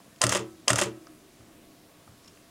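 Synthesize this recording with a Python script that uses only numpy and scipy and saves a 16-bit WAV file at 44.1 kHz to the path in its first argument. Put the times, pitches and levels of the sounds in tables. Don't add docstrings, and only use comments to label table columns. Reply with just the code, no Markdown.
import sys
import numpy as np
from scipy import signal
from scipy.fft import rfft, irfft, next_fast_len
from scipy.io import wavfile

SR = 44100
rng = np.random.default_rng(int(sys.argv[2]) if len(sys.argv) > 2 else 0)


def convert_level_to_amplitude(level_db):
    exponent = np.asarray(level_db, float) / 20
    return 10 ** exponent


def wav_record(signal):
    frames = np.transpose(np.atleast_2d(signal))
    bounded = np.clip(frames, -1, 1)
    quanta = np.round(bounded * 32767).astype(np.int16)
    wavfile.write(sys.argv[1], SR, quanta)


N = 110250

# pitch in Hz, level in dB.
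RUMBLE_COLOUR = [(20, -2), (45, -7.5), (100, -0.5), (200, 1.5), (380, -5.5), (700, -1.5), (1000, -22)]
# pitch in Hz, level in dB.
HISS_COLOUR = [(470, -37), (800, -21.5), (1120, -5.5), (1610, -6), (8990, -10.5), (16000, -18)]
# pitch in Hz, width in Hz, level in dB.
DRONES = [(242, 21, -67), (307.3, 35, -62), (376.4, 61, -68), (679.4, 28, -69.5), (1110, 27, -75)]
# time in seconds, level in dB.
DRONE_SWELL = [(0, -6), (1.2, 2), (1.45, 1.5), (1.7, 2), (1.9, -4), (2.2, -4), (2.5, -3)]
# start in seconds, pitch in Hz, level in dB, swell in seconds, time to fade by 60 dB in seconds.
NUDGES = [(1.384, 116, -51.5, 0.0085, 0.3), (1.385, 75, -48, .015, 0.22), (2.074, 116.4, -52, 0.014, 0.34),
          (2.077, 80, -47.5, 0.0085, 0.18), (2.2435, 5430, -52, 0.001, 0.018),
          (2.258, 5430, -52, .001, 0.016), (2.275, 4850, -52, .001, .016), (2.280, 5490, -56, .0006, .04),
          (1.0714, 1350, -60, 0.001, 0.026), (2.073, 834, -57, .002, 0.042),
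          (2.074, 528, -64, 0.0022, 0.031), (1.069, 5640, -49, .0002, 0.0045),
          (1.0695, 4700, -51, 0.00021, 0.0053), (2.245, 1590, -57, .0005, .01),
          (2.278, 1200, -55, .0005, .01)]
# start in seconds after release, then as in NUDGES.
TABLE_HUMS = [(0.0151, 82.2, -29.5, 0.018, 0.43), (0.0182, 116.7, -20.5, 0.012, 0.22),
              (0.0513, 117, -22.5, .01, 0.062), (0.0218, 193.3, -40, 0.0022, 0.46),
              (0.024, 284, -36.5, 0.0063, 0.34), (.125, 191, -38, 0.0065, 0.26),
              (0.028, 359, -30.5, 0.0051, 0.096), (0.061, 540, -28.5, 0.00094, 0.031),
              (0.21, 750, -62, 0.032, 0.56), (.132, 580, -30, 0.00065, 0.12),
              (0.136, 358.3, -23.5, 0.0048, 0.062), (0.149, 325.6, -37, 0.035, 0.52),
              (0.144, 359.8, -38, 0.017, 0.43), (0.15, 121, -32, 0.018, 0.29),
              (0.18, 440, -34.5, 0.0047, 0.16), (0.18, 220, -44.5, 0.008, 0.27),
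              (.17, 555, -47, 0.0021, 0.31), (0.202, 1300, -61.5, 0.034, 0.59)]
# start in seconds after release, then as in NUDGES.
PLATES = [(-.003, 1040, -32, .002, 0.14), (-.003, 553.7, -28, 0.0048, 0.064),
          (-.002, 692, -32, 0.0022, 0.06), (.0, 3180, -17.5, .0006, 0.017), (.0, 1900, -58, 0.00086, .05),
          (.0, 5000, -27, 0.00064, 0.014), (.021, 1943, -19, 0.00081, 0.017),
          (.023, 8300, -21.5, .0005, .015), (.016, 631, -19.5, 0.005, 0.055),
          (.108, 976, -27, 0.0021, 0.024), (.051, 1345, -34, 0.0011, 0.033)]
# pitch in Hz, level in dB.
METAL_MODES = [(4500, -34), (5100, 0.5), (5500, -9.5), (5900, -5), (6400, -1.5), (6850, 1.5), (7400, -0.5),
               (7800, -12), (8250, -2), (8700, -2), (9400, -3), (10200, -4.5), (11200, -13), (12500, -36)]
# pitch in Hz, level in dB.
SHELL_MODES = [(560, 6), (660, 0.5), (830, -11), (1040, -4.5), (1180, -1), (1280, 5), (1430, -2.5),
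               (1650, -7), (1900, 2.5), (2300, -6), (2750, 5), (3100, 3), (3400, 3)]
# start in seconds, metal level in dB, shell level in dB,
# brightest metal pitch in Hz, loudest shell pitch in Hz.
BUTTONS = [(.002, -59, -32.5, 5000, 866), (.160, -42, -49, 5000, 3100), (.186, -47, -70, 6300, 3000),
           (1.0696, -45.5, -35.5, 5370, 1310), (1.0697, -65, -50, 5000, 2800),
           (1.405, -61, -48, 5000, 1210), (2.076, -67, -41, 5000, 1200), (2.2445, -42, -47, 5700, 2000),
           (2.259, -44, -56, 6000, 2800), (2.2765, -39, -47.5, 5030, 2900), (2.280, -41, -50, 6130, 2820),
           (2.372, -62, -43.5, 5000, 2450)]
# pitch in Hz, level in dB.
GEAR_COLOUR = [(500, 1.5), (1250, 1), (2200, -2.5), (3100, 2.5), (4100, -8.5), (6800, 3), (9500, -7),
               (13000, -52)]
# time in seconds after release, level in dB.
GEAR_LOUDNESS = [(-.008, -59), (.008, -36), (.030, -34), (0.043, -47), (.07, -45.5), (.095, -37.5),
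                 (.155, -39.5), (0.185, -46), (0.25, -77.5)]
# start in seconds after release, then as in BUTTONS.
CONTACTS = [(-.0042, -45, -23, 7000, 900), (0., -3, -12, 6000, 3000), (.002, -22, -25, 8000, 1100),
            (.0055, -15, -28, 7000, 1900), (.009, -24, -34, 7000, 1500), (.0125, -15, -30, 7000, 1500),
            (.016, -21, -32, 7500, 1900), (.0188, -19, -24, 7500, 1500), (.0213, -16, -14.5, 7000, 1900),
            (.0236, -8, -14.5, 8600, 2500), (0.0283, -20, -23, 8000, 1500), (0.033, -22, -34, 7500, 1900),
            (0.037, -22, -40, 8500, 1300), (.0508, -9.5, -18, 7200, 1700), (.0771, -8.5, -18, 6800, 1300),
            (.055, -24, -28, 7000, 1400), (.0815, -21, -25, 6500, 1300), (.086, -24, -28, 6500, 1300),
            (.092, -29, -25, 6500, 1300), (.100, -27, -28, 5500, 1300), (0.104, -13, -30, 7950, 2970),
            (.1075, -10.5, -13, 7500, 1300), (.111, -13, -16, 7500, 2800), (.115, -22, -28, 8000, 1300),
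            (.119, -16, -23, 7500, 1300), (.123, -22, -30, 8500, 1300), (0.1331, -12, -16, 6500, 3100),
            (.1385, -14, -15, 7500, 1310), (.142, -19, -17, 6500, 2800), (.148, -19, -21, 6500, 1270),
            (.154, -17, -26, 6800, 2980), (.159, -24, -27, 7000, 3000), (.177, -31, -34, 7000, 1300)]
# release in seconds, level in dB.
SHOTS = [
    (0.2159, -2.5),
    (0.6805, -2.5),
]

RUMBLE_DB, HISS_DB = -59.5, -60.5
ROOM_T60_S, ROOM_DB, WALL_CUT_HZ = 0.3, -24, 9000
TABLE_WAVER_DB, BASS_CUT_HZ = 1.5, 136
METAL_MAX_T60_S, SHELL_MAX_T60_S = 0.010, 0.022
METAL_SPREAD_OCT, SHELL_SPREAD_OCT, BUTTON_SPREAD_OCT = 0.66, 1, 0.26
RATTLE_S, BUTTON_RATTLE_S, RATTLE_FADE_DB = 0.0024, 0.0008, 12
FRESH = 0.41
CRACK_DB, CRACK_T60_S = -10, 0.023
GEAR_CLICKS_PER_S, GEAR_CYCLES, GEAR_PITCHES = 24000, 20, 30
TOP_HZ = 16400


def in_band(x, low_hz, high_hz):
    limits = [low_hz, min(high_hz, 0.45 * SR)]
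    return signal.sosfilt(signal.butter(2, limits, "band", fs=SR, output="sos"), x)


def rms_one(x):
    return x / np.sqrt(np.mean(x ** 2) + 1e-20)


def drift(rate_hz):
    r = np.exp(-80 * np.pi * rate_hz / SR)
    noise = rng.standard_normal(N // 40 + 2002)
    slow = signal.lfilter([1], [1, -2 * r, r * r], noise)[2000:]
    return np.interp(np.arange(N) / 40, np.arange(len(slow)), rms_one(slow))


def ring(clicks, hz, t60_s):
    r = convert_level_to_amplitude(-60 / (t60_s * SR))
    w = 2 * np.pi * hz / SR
    return signal.lfilter([0, np.sin(w)], [1, -2 * r * np.cos(w), r * r], clicks + 1e-18)


def coloured(spectrum, patchy_db):
    hz, db = np.transpose(spectrum)
    edges = np.geomspace(hz[0], hz[-1], 11)
    white = rng.standard_normal((2, N))
    out = np.zeros(N)
    for k, (low, high) in enumerate(zip(edges, edges[1:])):
        level_db = np.interp(np.log(low * high) / 2, np.log(hz), db)
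        out += convert_level_to_amplitude(level_db + patchy_db * drift(4)) * in_band(white[k % 2], low, high)
    return rms_one(out)


def background():
    swell_db = np.interp(np.arange(N) / SR, *np.transpose(DRONE_SWELL))
    out = convert_level_to_amplitude(RUMBLE_DB) * coloured(RUMBLE_COLOUR, patchy_db=1.5)
    out += convert_level_to_amplitude(HISS_DB) * coloured(HISS_COLOUR, patchy_db=0.84)
    for hz, width_hz, db in DRONES:
        drone = rms_one(ring(rng.standard_normal(N), hz, 4.4 / width_hz))
        out += convert_level_to_amplitude(db + swell_db * (hz < 500)) * drone
    return out


def room(x):
    size = next_fast_len(N + SR // 4)
    hz = np.arange(size // 2 + 1) * SR / size
    echoes = 0
    for k, lag_s in enumerate(rng.uniform(0.006, 0.03, size=24)):
        dulling = 1 + 1j * hz / WALL_CUT_HZ * 2 * lag_s / 0.02
        once = convert_level_to_amplitude(-60 * lag_s / ROOM_T60_S) / dulling * np.exp(-2j * np.pi * hz * lag_s)
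        echoes = echoes + once / (1 - once) * (-1) ** k
    return irfft(rfft(x, size) * echoes, size)[:N]


def table_top(rows):
    out = np.zeros(N)
    for start_s, hz, db, swell_s, t60_s in rows:
        t = np.maximum(np.arange(N) / SR - start_s, 0)
        fade = convert_level_to_amplitude(db - 60 * t / t60_s + TABLE_WAVER_DB * drift(32))
        rise = (1 - np.exp(-t / swell_s)) ** 2
        out += fade * rise * 3 * np.sin(2 * np.pi * hz * t)
    return out


def near(hz, centre_hz, spread_oct):
    return np.exp(-0.5 * (np.log2(hz / centre_hz) / spread_oct) ** 2)


def contacts(rows, shots, metal_spread_oct, shell_spread_oct, rattle_s, count=8):
    start_s, metal_db, shell_db, metal_hz, shell_hz = np.transpose(rows)[:, :, None]
    late = rng.uniform(0, 1, (len(rows), count)) * (np.arange(count) > 0)
    share = (np.arange(count) + late) / count
    fade = convert_level_to_amplitude(-RATTLE_FADE_DB * share - 15)

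    def touches(level, hz):
        same = rng.choice([-1, 1], share.shape)
        turns = np.exp(-2j * np.pi * hz * rattle_s * share)
        clicks = np.zeros(N)
        for shot_s, shot_db in shots:
            size = fade * (same + FRESH * rng.standard_normal(share.shape))
            left = np.abs(np.sum(size * turns, axis=1, keepdims=True))
            expected = np.sqrt(np.sum(fade ** 2, axis=1, keepdims=True))
            evened = np.clip(expected / left, 0.5, 2)
            at = ((shot_s + start_s + rattle_s * share) * SR).astype(int)
            np.add.at(clicks, at, level * convert_level_to_amplitude(shot_db) * size * evened)
        return clicks

    out = np.zeros(N)
    metal = (METAL_MODES, metal_db, metal_hz, metal_spread_oct, METAL_MAX_T60_S)
    shell = (SHELL_MODES, shell_db, shell_hz, shell_spread_oct, SHELL_MAX_T60_S)
    for modes, db, centre_hz, spread_oct, longest_s in (metal, shell):
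        for hz, mode_db in modes:
            level = convert_level_to_amplitude(db + mode_db) * near(hz, centre_hz, spread_oct)
            t60_s = longest_s * min(1, (centre_hz.mean() / hz) ** 0.5)
            out += ring(touches(level, hz), hz, t60_s)
    hits = np.abs(touches(convert_level_to_amplitude(metal_db + CRACK_DB), 5060))
    crack = signal.lfilter([1], [1, -convert_level_to_amplitude(-60 / (CRACK_T60_S * SR))], hits + 1e-18)
    return out + in_band(crack * rng.standard_normal(N), 3600, 9100)


def buttons():
    return contacts(BUTTONS, [(0.0011, 0)], BUTTON_SPREAD_OCT, BUTTON_SPREAD_OCT, BUTTON_RATTLE_S)


def gears():
    s, db = np.transpose(GEAR_LOUDNESS)
    gain = np.zeros(N)
    for shot_s, shot_db in SHOTS:
        gain += convert_level_to_amplitude(np.interp(np.arange(N) / SR - shot_s, s, db + shot_db, left=-120, right=-120))
    chosen = rng.random(N) < GEAR_CLICKS_PER_S / SR
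    clicks = gain * chosen * rng.standard_normal(N)
    dealt = rng.integers(0, GEAR_PITCHES, N)
    colour_hz, colour_db = np.transpose(GEAR_COLOUR)
    out = np.zeros(N)
    for k, hz in enumerate(np.geomspace(colour_hz[0], colour_hz[-1], GEAR_PITCHES)):
        level = convert_level_to_amplitude(np.interp(np.log(hz), np.log(colour_hz), colour_db)) * np.sqrt(hz / 3000)
        out += level * ring(clicks * (dealt == k), hz, GEAR_CYCLES / hz)
    return out


def firings():
    return contacts(CONTACTS, SHOTS, METAL_SPREAD_OCT, SHELL_SPREAD_OCT, RATTLE_S) + gears()


def scene():
    pushes = list(NUDGES)
    for shot_s, shot_db in SHOTS:
        for start_s, hz, db, swell_s, t60_s in [*TABLE_HUMS, *PLATES]:
            pushes.append((shot_s + start_s, hz, db + shot_db, swell_s, t60_s))
    camera = in_band(firings() + buttons(), 220, 14800)
    bass_cut = signal.butter(2, BASS_CUT_HZ, "high", fs=SR, output="sos")
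    hums = signal.sosfilt(bass_cut, table_top(pushes))
    mix = camera + convert_level_to_amplitude(ROOM_DB) * room(camera) + hums + background()
    return mix[None]


def low_pass(x):
    return signal.sosfilt(signal.butter(12, 16810, fs=SR, output="sos"), x)


def record(dry):
    top_cut = signal.cheby2(10, 45, TOP_HZ + 400, fs=SR, output="sos")
    return low_pass(signal.sosfilt(top_cut, dry))


dry = scene()
out = record(dry)
wav_record(out)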